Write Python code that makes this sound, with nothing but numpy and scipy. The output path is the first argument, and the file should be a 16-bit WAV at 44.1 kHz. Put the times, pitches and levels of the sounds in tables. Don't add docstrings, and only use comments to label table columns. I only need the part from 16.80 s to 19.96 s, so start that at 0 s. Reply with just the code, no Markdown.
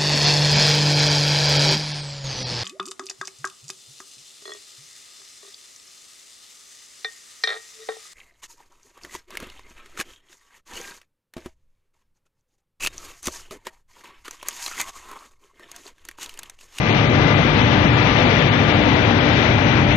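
import sys
import numpy as np
from scipy import signal
from scipy.fft import rfft, irfft, next_fast_len
from scipy.io import wavfile
from scipy.ndimage import uniform_filter1d, minimum_filter1d

SR = 44100
rng = np.random.default_rng(int(sys.argv[2]) if len(sys.argv) > 2 else 0)


def to_wav(sig):
    pcm = np.clip(np.atleast_2d(sig), -1, 1) * 32767
    pcm = np.round(pcm).astype(np.int16)
    wavfile.write(sys.argv[1], SR, pcm.T)


def gain_from_db(level_db):
    decades = np.asarray(level_db, float) / 20
    return 10 ** decades


N = 139356
SIZE = next_fast_len(N)
T = np.arange(N) / SR
F = np.fft.rfftfreq(SIZE, 1 / SR) + 1e-3
NARROW_HZ = 130

# frequency in Hz, level in dB, likeness from 0 to 1, lag in rad.
PORT = [(40, -1, .995, .14), (130, -2.5, .995, .42), (350, -6, .93, .8), (800, -11.3, .76, 1.0),
        (1350, -16, .15, 1.4), (1900, -17, .4, 3.9), (2800, -24.5, .1, 4.2), (4300, -34, .1, 4.2)]


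def column(table, k, hz):
    rows = np.array(table, float)
    return np.interp(np.log(hz), np.log(rows[:, 0]), rows[:, k])


def walk(rate_hz):
    k = int(SR / rate_hz)
    held = np.repeat(rng.standard_normal(N // 400)[:N // k + 1], k)
    return 1.3 * uniform_filter1d(uniform_filter1d(held, k), k)[:N]


def at_ports(colour_db, level_db):
    a, b = rfft(rng.standard_normal((2, SIZE)))
    like = np.clip(column(PORT, 2, F), 0, 1)
    right = like * a * np.exp(-1j * column(PORT, 3, F)) + np.sqrt(1 - like ** 2) * b
    right = right * gain_from_db(column(PORT, 1, F))
    return np.array([a, right]) * gain_from_db(colour_db + level_db) / np.sqrt(np.mean(gain_from_db(colour_db) ** 2))


def noise_colour(table, slope_db):
    low_hz, (top_hz, top_db) = table[0][0], table[-1]
    db = np.where(F < top_hz, column(table, 1, F), top_db + slope_db * np.log2(F / top_hz))
    return db - 24 * np.clip(np.log2(low_hz / F), 0, 4)


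def machinery():
    # frequency in Hz, density in dB per Hz.
    rumble = [(28, -18), (41, -14), (50, -10.5), (75, -7), (115, 3), (150, -2.5), (190, -4.5), (250, -2)]
    # frequency in Hz, density in dB per Hz.
    roar = [(300, -2.5), (900, -4), (1080, -7.5), (2300, -6.5), (3600, -13.5), (4900, -25), (6050, -25.5),
            (6700, -34.5)]
    # time in seconds, level in dB.
    load_points = [(0, .1), (.15, -2), (.35, -.5), (.5, 1.5), (.72, -1), (.85, .5), (.95, -1), (1.12, 1.5),
                   (1.38, -3.5), (1.57, .5), (1.9, -2), (2.2, .5), (2.45, -2.5), (2.68, -2.5), (2.85, -1.5),
                   (3.05, 3), (3.16, 2)]
    shared_db, neighbour_db, own_db = 1.36, 0.5, 0.16
    shared_hz, neighbour_hz, own_hz = 11.98, 5.58, 12

    both = at_ports(noise_colour(rumble, -24), -15.5) + at_ports(noise_colour(roar, -600), -14)
    place = np.clip(2 * np.log2(F / 40), 0, 15)
    load = np.interp(T, *np.array(load_points).T)
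    shared, last, out = walk(shared_hz), walk(neighbour_hz), 0
    for k in range(16):
        new = walk(neighbour_hz)
        band = irfft(both * np.clip(1 - abs(place - k), 0, 1), SIZE)[:, :N]
        db = load * np.clip((6 - k) / 2, 0, 1)
        db = db + shared_db * min(k / 8, 1) * shared
        db = db + neighbour_db * (new + last) + own_db * walk(own_hz)
        out = out + band * gain_from_db(db)
        last = new
    return out


def tones(base_hz, table, turn_s):
    in_step_s = .78
    sway_db, sway_rad, sway_hz = 1.6, 0.4, 5
    out = 0
    for multiple, start_db, turn_db, end_db, right_db in table:
        hz = base_hz * round(multiple)
        db = np.interp(T, [0, turn_s, T[-1]], [start_db, turn_db, end_db]) + np.array([[0], [right_db]])
        sway = np.array([walk(sway_hz) for _ in range(4)])
        like = column(PORT, 2, hz)
        sway[1::2] = like * sway[::2] + np.sqrt(1 - like ** 2) * sway[1::2]
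        lag = np.array([[0], [column(PORT, 3, hz)]])
        phase = 2 * np.pi * hz * (T - in_step_s) - lag + sway_rad * sway[2:]
        out = out + np.sqrt(2) * gain_from_db(db + sway_db * sway[:2]) * np.sin(phase)
    return out


def mains_hum():
    # multiple, left level in dB at the start, at the turn and at the end, right against left in dB.
    partials = [(1, -40, -39.5, -33, -4), (2, -33, -33.5, -33.5, -1), (3, -26.5, -32, -31.5, -1),
                (6, -38, -26.5, -28.5, -4.5), (10, -43, -37.5, -38, -4.5), (12, -27.5, -33, -41, -12),
                (28, -48, -47, -45, -0.5)]
    return tones(49.57, partials, turn_s=1.1)


def pump():
    # multiple, left level in dB at the start, at the turn and at the end, right against left in dB.
    partials = [(1, -33.5, -27, -36, -7), (2, -41.5, -36.5, -32, -7), (4, -31, -29, -68, -9.5),
                (8, -33, -30.5, -32.5, -11), (12, -47, -36, -52, -42.5), (16, -49.5, -51, -50, -32.5),
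                (20, -60, -56, -58, -33)]
    return tones(296.64, partials, turn_s=1.75)


def inverter():
    # multiple, left level in dB at the start, at the turn and at the end, right against left in dB.
    partials = [(1, -25, -28.5, -32, -8), (2, -52, -52, -46, -16), (3, -70, -56, -58, -30)]
    return tones(2027.6, partials, turn_s=0.78)


def knocks():
    # start in seconds, centre in Hz, level in dB, t60 in seconds.
    hits = [
        (.004, 2300, -23, 0.44),
        (.47, 1800, -15, .15),
        (0.911, 2150, -22, 0.17),
        (.98, 2300, -22, 0.19),
        (1.24, 2190, -25, .15),
        (2.52, 2480, -18, 0.16),
        (2.62, 2530, -21, 0.19),
        (2.916, 1690, -26.5, 0.3),
    ]
    rise_s = 0.009
    out, noise = np.zeros((2, N)), rng.standard_normal((2, N))
    for at, hz, db, t60 in hits:
        i = int(at * SR)
        t = T[:min(SR // 3, N - i)]
        band = signal.butter(2, [hz / 2.5, hz * 1.6], "band", fs=SR, output="sos")
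        ring = signal.sosfilt(band, noise[:, i:i + len(t)])
        out[:, i:i + len(t)] += ring / ring.std() * gain_from_db(db - 60 * t / t60) * (1 - np.exp(-t / rise_s))
    cover = signal.butter(3, 1500, fs=SR, output="sos")
    return np.array([out[0], signal.sosfilt(cover, out[1]) * gain_from_db(-12)])


def scene():
    return machinery() + mains_hum() + pump() + inverter() + knocks()


def gain_control(x):
    # time in seconds, gain in dB.
    ride = [(0, -2.6), (.12, -2.4), (.3, -0.3), (.45, 4), (.6, 1), (.9, 2.5), (1.15, 5), (1.4, 3),
            (1.6, -0.2), (1.9, 2.8), (2.3, 0.3), (2.6, 1.2), (2.9, 0.2), (3.16, 4)]
    limit_db, ratio, hold_s = -3, 7.1, 0.026
    x = x * gain_from_db(np.interp(T, *np.array(ride).T))
    k = int(hold_s * SR)
    want = np.minimum(1, (gain_from_db(limit_db) / (abs(x).max(axis=0) + 1e-9)) ** (1 - 1 / ratio))
    return x * uniform_filter1d(minimum_filter1d(want, k), k)


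def patches(hz, s, share, band_hz):
    hold_s = 0.054
    cells = rng.random((200, 256))
    band = (hz / band_hz).astype(int)
    moment = (s / hold_s + cells[band, -1:]).astype(int)
    return cells[band[:, None], moment] < share


def thin_right(x):
    share = 0.7
    hz, s, z = signal.stft(x, SR, nperseg=2048)
    blink = patches(hz, s, share, 1.7 * NARROW_HZ) / np.sqrt(share)
    z *= np.where((hz < 3500)[:, None], 1, blink)
    lift_db = 7 * np.clip(np.log2(hz / PORT[-1][0] + 1e-9), 0, 1)
    z *= ((hz < 6650) * gain_from_db(lift_db))[:, None]
    return signal.istft(z, SR, nperseg=2048)[1][:N]


def broken_treble(x):
    # frequency in Hz, density in dB per Hz.
    fringe = [(6800, -2), (7200, 4), (7550, -14.5), (7700, -14.5), (10300, -18.5), (11500, -34.5),
              (12200, -29.5), (14400, -49)]
    # centre in seconds, length in seconds, lower edge in Hz, half the depth in dB.
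    holes = [(0.118, 0.029, 4710, -8), (0.275, 0.018, 4740, -14), (0.31, .02, 4070, -3),
             (0.447, 0.014, 5100, -2.5), (0.552, 0.03, 4900, -5), (.755, .015, 5560, -6),
             (0.822, 0.013, 4230, -11), (0.986, 0.02, 5100, -3), (1.066, 0.014, 4130, -10),
             (1.13, 0.057, 5600, -17), (1.153, .025, 5100, -8), (1.22, .015, 5660, -7),
             (1.463, 0.046, 4960, -5), (1.606, 0.012, 5230, -9.5), (1.696, 0.026, 4750, -15),
             (1.78, .015, 4300, 0), (1.843, .018, 5100, -1.5), (1.94, 0.03, 5040, -6),
             (2.025, .018, 5130, -5.5), (2.11, 0.013, 5200, -1.5), (2.152, 0.013, 5140, -10),
             (2.238, 0.016, 4900, -2.5), (2.296, .015, 4200, 0), (2.391, 0.012, 5000, -7),
             (2.532, .03, 5600, -14), (2.765, .018, 4600, -2), (2.842, 0.022, 4200, -3),
             (2.94, 0.012, 4560, -0.5), (2.997, .02, 3700, -1.5), (3.056, .016, 5200, -4),
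             (3.139, 0.02, 4300, -7)]
    hole_top_hz, hole_tall_hz, lean_s_per_khz = 6250, 1420, 0.0067

    left = at_ports(np.where(F > fringe[0][0], column(fringe, 1, F), -200), -57)[0]
    right_db = -7.5 - 34 * np.clip(np.log2(fringe[-2][0] / F), 0, 2)
    scraps = irfft(np.array([left, left * gain_from_db(right_db)]), SIZE)[:, :N]
    hz, s, z = signal.stft(np.r_[x[:1], [thin_right(x[1])], scraps], SR, nperseg=1024)

    ragged = 1 + 0.18 * (rng.random((60, len(s)))[(hz / 400).astype(int)] - .5) * 2
    for at, length, low_hz, depth_db in holes:
        late = at + lean_s_per_khz * (hz[:, None] - low_hz) / 1000
        tall = (hz > low_hz) & (hz < min(hole_top_hz, low_hz + hole_tall_hz))
        inside = np.clip(.5 + (length / 2 + 0.004 - abs(s - late)) / 0.0036, 0, 1)
        z[0] *= gain_from_db(2 * depth_db * ragged * inside * tall[:, None])

    edge = patches(hz, s, 0.59, NARROW_HZ) & (hz < 6800)[:, None]
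    z[0] *= edge | (hz < hole_top_hz)[:, None]

    busy = (hz > 8960) & (hz < 10240)
    share = np.where(hz > 11700, .55, np.where(busy, .32, .12))
    near = patches(hz, s, 0.38, 430) * patches(hz, s, 0.83, NARROW_HZ)
    far = patches(hz, s * 1.3, share[:, None], 640) * patches(hz, s, .75, 2 * NARROW_HZ)
    on = np.where((hz < fringe[3][0])[:, None], near, far)
    splash = gain_from_db(-6) * (abs(s - .575) < .04 / 2)
    z[2:] *= np.maximum(on, splash)
    return signal.istft(z[:2] + z[2:], SR, nperseg=1024)[1][:, :N]


def low_pass(x):
    return signal.sosfilt(signal.butter(12, 14430, fs=SR, output="sos"), x)


def record(dry):
    mix = broken_treble(gain_control(dry))
    return low_pass(mix)


dry = scene()
out = record(dry)
to_wav(out)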